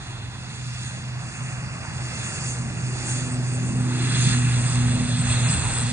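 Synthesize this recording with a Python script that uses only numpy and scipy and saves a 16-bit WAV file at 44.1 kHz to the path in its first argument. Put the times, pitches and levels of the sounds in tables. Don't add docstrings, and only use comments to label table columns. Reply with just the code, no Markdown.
import sys
import numpy as np
from scipy import signal
from scipy.fft import rfft, irfft, next_fast_len
from scipy.io import wavfile
from scipy.ndimage import map_coordinates

SR = 44100
rng = np.random.default_rng(int(sys.argv[2]) if len(sys.argv) > 2 else 0)


def int16_out(signal):
    q = np.round(np.clip(np.atleast_2d(signal).T, -1, 1) * 32767)
    wavfile.write(sys.argv[1], SR, q.astype(np.int16))


N = 261072

# t/s, level/dB
GUSTS = [(0, -48.5), (.3, -51), (.88, -42), (1.12, -49), (1.4, -43), (1.58, -44), (1.66, -49),
         (1.85, -46.5), (2.08, -42.5), (2.25, -36), (2.4, -36.5), (2.5, -33.5), (2.65, -45), (2.95, -40.5),
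         (3.05, -37), (3.11, -33), (3.18, -35.5), (3.26, -40), (3.4, -44), (3.53, -40.5), (3.72, -41.5),
         (3.87, -43), (4.14, -35), (4.19, -31), (4.33, -31), (4.42, -37), (4.56, -36), (4.71, -35),
         (4.83, -38), (5.13, -41), (5.21, -40.5), (5.27, -33), (5.31, -34), (5.38, -36.5), (5.44, -33.5),
         (5.51, -33.5), (5.6, -36.5), (5.7, -37), (5.81, -37), (5.86, -37.5), (5.92, -40)]


def propellers(blade_phase):
    # t/s, level/dB
    hum = [(0.0, -44), (0.18, -35), (0.46, -40.5), (0.63, -30.5), (1.09, -35.5), (1.17, -30), (1.35, -45),
           (1.43, -31), (1.76, -35.5), (1.83, -46.5), (2.01, -30.5), (2.29, -35.5), (2.32, -48),
           (2.39, -29.5), (2.6, -30.5), (2.77, -37), (2.83, -28.5), (3.08, -32.5), (3.12, -25), (3.31, -32),
           (3.38, -26), (3.79, -24.5), (3.89, -25.5), (4.29, -19.5), (4.42, -21), (4.47, -18.5),
           (4.71, -23), (4.81, -19.5), (5.08, -27.5), (5.13, -22), (5.23, -25.5), (5.46, -20),
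           (5.56, -28.5), (5.8, -28), (5.85, -23), (5.92, -28)]
    # t/s, level/dB
    overtone = [(2.9, -52.5), (3.1, -45), (3.2, -41), (3.37, -31.5), (3.45, -41), (3.52, -38),
                (3.63, -37.5), (3.8, -28.5), (4, -34), (4.2, -42.5), (4.38, -28.5), (4.55, -38),
                (4.71, -38.5), (4.8, -29), (5.08, -29.5), (5.47, -36), (5.55, -52), (5.77, -42.5),
                (5.83, -36), (5.92, -30.5)]
    t = np.arange(N) / SR
    emerged = np.clip((t - overtone[0][0]) / .27 + 1, 0, 1)
    unrest = 1 - .85 * np.clip(t - 2.4, 0, 1)
    third_db = -55.5 + 4 * drift(2.25) - 4 * np.maximum(t - 4.4, 0)
    levels = [from_db(in_time(hum)[0]), emerged * from_db(in_time(overtone)[0]),
              emerged * from_db(third_db)]
    tone = 0
    for harmonic, level, waver_db in zip((1, 2, 3), levels, (2.2, 1.1, 1.2)):
        amplitude = np.sqrt(2) * level * from_db(waver_db * unrest * drift(18))
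        tone += amplitude * np.cos(harmonic * blade_phase + .35 * unrest * drift(7))
    return tone


def exhaust_and_wash():
    # t/s, then level/dB of deep rumble, exhaust growl, exhaust drone and wash
    approach = [(0, -40, -41, -51.5, -45), (.75, -43, -40, -55, -50.5), (1.2, -43, -39.5, -52, -45.5),
                (1.6, -42, -38, -51, -44.5), (1.9, -39, -37.5, -49, -42.5), (2.5, -41.5, -34.5, -47, -44.5),
                (3, -38.5, -33, -44, -42.5), (3.5, -38.5, -31, -42, -45.5), (4, -39, -31, -38.5, -42),
                (4.3, -33, -29.5, -38.5, -42), (4.7, -35, -30.5, -43.5, -39), (5, -30.5, -26.5, -42, -42.5),
                (5.15, -36, -28, -53, -46.5), (5.24, -30, -27.5, -51, -39.5),
                (5.35, -30.5, -35.5, -46, -41), (5.5, -35, -27, -48.5, -36.5), (5.58, -25, -27, -41.5, -39),
                (5.7, -27, -36.5, -43, -37), (5.8, -32, -31, -47, -39), (5.92, -41, -29, -54, -43)]
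    # f/Hz, level/dB
    rumble = [(15, -38), (25, -33), (35, -23), (50, -5.5), (80, 0), (110, 2), (140, -25), (250, -58.5)]
    growl = [(80, -59), (110, -6.5), (130, 0), (150, 2), (180, -4.5), (215, -7), (250, -9.5), (330, -48)]
    drone = [(180, -30), (260, -2.5), (330, -2), (420, -10.5), (520, -18), (700, -49)]
    wash = [(400, -18), (560, -18), (680, 0), (800, 3), (1100, 1), (1500, -2.5), (2200, -12.5)]
    rumble_db, growl_db, drone_db, wash_db = in_time(approach)
    return (from_db(rumble_db) * turbulent_noise(rumble, flicker_db=-1, rate=18)
            + from_db(growl_db) * turbulent_noise(growl, flicker_db=1.37, rate=4.3)
            + from_db(drone_db) * turbulent_noise(drone, flicker_db=.5, rate=5.1)
            + from_db(wash_db) * turbulent_noise(wash, flicker_db=1, rate=12.6))


def slipstream():
    # t/s, roar level/dB, rush level/dB
    levels = [(0, -41, -38.5), (.6, -40.5, -40.5), (1, -40, -43), (1.5, -38.5, -47.5), (2.2, -37.5, -43.5),
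              (2.6, -40.5, -47.5), (3.1, -38.5, -44.5), (3.75, -41, -47.5), (4.05, -33.5, -37),
              (4.2, -35, -36), (4.3, -34.5, -33.5), (4.4, -36, -41), (4.56, -35.5, -38.5),
              (4.62, -37, -43.5), (4.72, -38, -39), (4.85, -36.5, -39), (5.15, -38, -35),
              (5.28, -37, -40.5), (5.33, -33, -32), (5.4, -34, -38), (5.92, -37, -36.5)]
    # f/Hz, level/dB
    roar = [(700, -25), (1200, -3), (1700, 0), (2100, -1), (2300, -6), (2550, 1), (2800, 1), (3000, -14),
            (4200, -30)]
    rush = [(2000, -25), (2700, 8), (3050, -2.5), (3450, 13), (3800, 4.5), (4200, 10.5), (4600, -4.5),
            (5500, -35), (7000, -26), (9000, -39)]
    roar_db, rush_db = in_time(levels)
    swing_db = in_time(GUSTS)[0] + 38
    return (from_db(roar_db + .38 * swing_db) * turbulent_noise(roar, flicker_db=.7, rate=18)
            + from_db(rush_db + .58 * swing_db) * turbulent_noise(rush, flicker_db=.7, rate=18))


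def low_wash():
    # f/Hz, level/dB
    spectrum = [(220, -73), (300, -23), (420, -5), (520, -4.5), (620, -3), (800, -9), (1000, -74)]
    # t/s, level/dB
    level = [(0, -57.5), (.9, -56), (1.6, -51), (2.7, -48.5), (3.5, -47), (4.4, -52), (5.2, -43),
             (5.92, -44)]
    noise = colour(rng.standard_normal((3, N)), lambda hz: from_db(at_hz(spectrum, hz)))
    return from_db(in_time(level)[0] + 2 * drift(7.4)) * rms_one(noise)


def turbines(blade_phase, whistle_hz=8350, width_hz=860):
    # f/Hz, level/dB
    spectrum = [(4200, -47), (5200, -36), (5800, -12), (6300, -1), (7000, 0.5), (8200, -7), (9200, -4),
                (10000, -9), (10400, -22), (10800, -23), (12000, -61)]
    # t/s, level/dB
    flares = [(0.0, -66), (0.92, -51), (1.15, -69), (1.24, -51.5), (1.58, -52), (1.63, -56), (2.11, -50),
              (2.28, -41), (2.39, -43), (2.47, -41), (2.69, -51), (3.03, -46), (3.1, -33), (3.26, -48),
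              (3.33, -36.5), (3.4, -53), (3.56, -39), (3.61, -61), (3.66, -43), (3.87, -46.5), (4.2, -33.5),
              (4.32, -33), (4.42, -37.5), (4.76, -32), (4.81, -41), (4.95, -34), (4.98, -38), (5.09, -35),
              (5.14, -38), (5.21, -28.5), (5.28, -35), (5.31, -23.5), (5.34, -33.5), (5.44, -32.5),
              (5.51, -22), (5.64, -31), (5.82, -25.5), (5.85, -39), (5.89, -32), (5.92, -37)]
    # t/s, depth (0-1)
    depth = [(0, 0.07), (2, 0.03), (3.7, 0.14), (4.1, 0.15), (5, 0.25), (5.4, 0), (5.52, 0.3), (5.65, 0.23),
             (5.92, 0.4)]
    band = colour(rng.standard_normal((3, N)), lambda hz: np.exp(-((hz - whistle_hz) / width_hz) ** 2))
    hiss = from_db(in_time(GUSTS)[0]) * turbulent_noise(spectrum, flicker_db=.9, rate=22)
    whistle = from_db(in_time(flares)[0] + 1.8 * drift(40)) * rms_one(band)
    return (1 + in_time(depth)[0] * np.sin(blade_phase)) * (hiss + whistle)


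def low_hiss():
    # f/Hz, level/dB
    spectrum = [(3700, -32), (4200, -7.5), (4700, 3.5), (5200, -1.5), (5700, -2), (6200, -14), (7000, -40)]
    # t/s, level/dB
    level = [(0.0, -51.5), (0.2, -54), (0.81, -45.5), (0.87, -50), (1.76, -49.5), (2.44, -40.5),
             (2.67, -50.5), (3.12, -41), (3.31, -48), (3.87, -48.5), (4.29, -34.5), (4.44, -46),
             (4.73, -40), (4.8, -45.5), (5.41, -43), (5.47, -60), (5.49, -37.5), (5.64, -46), (5.8, -41.5),
             (5.92, -43)]
    return from_db(in_time(level)[0]) * turbulent_noise(spectrum, flicker_db=.7, rate=20)


def wind():
    # f/Hz, level/dB
    spectrum = [(12, -12), (20, -12), (30, 1), (45, -3), (70, -10), (120, -38)]
    # t/s, level/dB
    level = [(0.0, -62), (0.46, -61), (4.06, -59), (4.25, -45), (4.34, -66), (4.39, -52.5), (4.83, -59),
             (4.96, -50), (5.13, -68), (5.21, -60), (5.54, -53), (5.57, -40), (5.82, -47), (5.92, -60)]
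    return from_db(in_time(level)[0]) * turbulent_noise(spectrum, flicker_db=3, rate=5)


def capsules(tone, noise):
    # f/Hz, left minus right level/dB, further left phase lag/rad
    shade = [(30, -.5, .1), (150, -1.1, .25), (450, -1, .15), (680, -5, .25), (1300, -2.2, .15),
             (2400, -2, -.4), (2950, -.5, .4), (4000, -2.5, -.6), (4650, -5, 0), (5400, -2.5, -.6),
             (6100, -7, -.3), (7300, 1.4, -.4), (8500, -.6, -.6)]
    # f/Hz, share of power (0-1)
    scatter = [(25, .2), (80, .07), (300, .1), (550, .3), (1500, .3), (2950, .12), (4500, .45), (5400, .15),
               (6200, .55), (8000, .5)]
    # t/s, left lag/microseconds
    lag = [(0, 125), (1.2, 145), (3.5, 140), (4.0, 108), (4.9, 98), (5.2, 88), (5.92, 80)]
    direct = tone + colour(noise[0], lambda hz: np.sqrt(1 - at_hz(scatter, hz)))
    scattered = colour(noise[1:], lambda hz: np.sqrt(at_hz(scatter, hz)))
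    late = np.arange(N) - in_time(lag)[0] * 1e-6 * SR
    left = map_coordinates(direct, [late], order=5, mode="nearest") + scattered[0]
    right = direct + scattered[1]
    half_shade = lambda hz: from_db(at_hz(shade, hz) / 2) * np.exp(-.5j * at_hz(shade, hz, column=2))
    return np.array([colour(left, half_shade), colour(right, lambda hz: 1 / half_shade(hz))])


def turbulent_noise(spectrum, flicker_db, rate):
    source = colour(rng.standard_normal((3, N)), lambda hz: from_db(at_hz(spectrum, hz)))
    total, together = 0, drift(rate)
    octaves = np.log2(spectrum[-1][0] / spectrum[0][0])
    for centre in spectrum[0][0] * 2 ** np.arange(0, octaves + .5, .5):
        band = colour(source, lambda hz: np.cos(np.pi * np.clip(np.log2(hz / centre), -.5, .5)) ** 2)
        total += band * from_db(flicker_db * (1.1 * together + drift(rate)))
    return rms_one(total)


def drift(rate):
    pole = np.exp(-80 * np.pi * rate / SR)
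    slow = signal.lfilter([1], [1, -2 * pole, pole * pole], rng.standard_normal(N // 40 + 2002))[2000:]
    return np.interp(np.arange(N) / 40, np.arange(len(slow)), rms_one(slow))


def colour(x, gain_at):
    size = next_fast_len(N + 2048)
    hz = np.maximum(np.arange(size // 2 + 1) * SR / size, 1)
    return irfft(rfft(x, size) * gain_at(hz), size)[..., :N]


def in_time(rows):
    t, *columns = np.transpose(rows)
    return [np.interp(np.arange(N) / SR, t, column) for column in columns]


def at_hz(points, hz, column=1):
    points = np.array(points)
    return np.interp(np.log(hz), np.log(points[:, 0]), points[:, column])


def from_db(db):
    return 10 ** (np.asarray(db) / 20)


def rms_one(x):
    return x / np.sqrt(np.mean(x ** 2) + 1e-20)


def scene():
    # t/s, f/Hz
    blade_rate = [(0, 123.8), (1.3, 124.2), (2.0, 124.6), (2.9, 124.1), (3.5, 123.8), (4.2, 123.0),
                  (4.6, 122.4), (5, 121.8), (5.4, 121.2), (5.92, 120.6)]
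    blade_phase = 2 * np.pi * np.cumsum(in_time(blade_rate)[0]) / SR
    noise = exhaust_and_wash() + slipstream() + low_wash() + low_hiss() + wind() + turbines(blade_phase)
    return capsules(propellers(blade_phase), noise)


def record(dry):
    mono_above_hz, stop_hz = 8900, 11300
    mid = (dry[0] + dry[1]) / 2
    side = (dry[0] - dry[1]) / 2
    side = signal.sosfiltfilt(signal.cheby2(12, 40, mono_above_hz, fs=SR, output="sos"), side)
    return signal.sosfilt(signal.cheby2(18, 70, stop_hz, fs=SR, output="sos"), [mid + side, mid - side])


dry = scene()
out = record(dry)
int16_out(out)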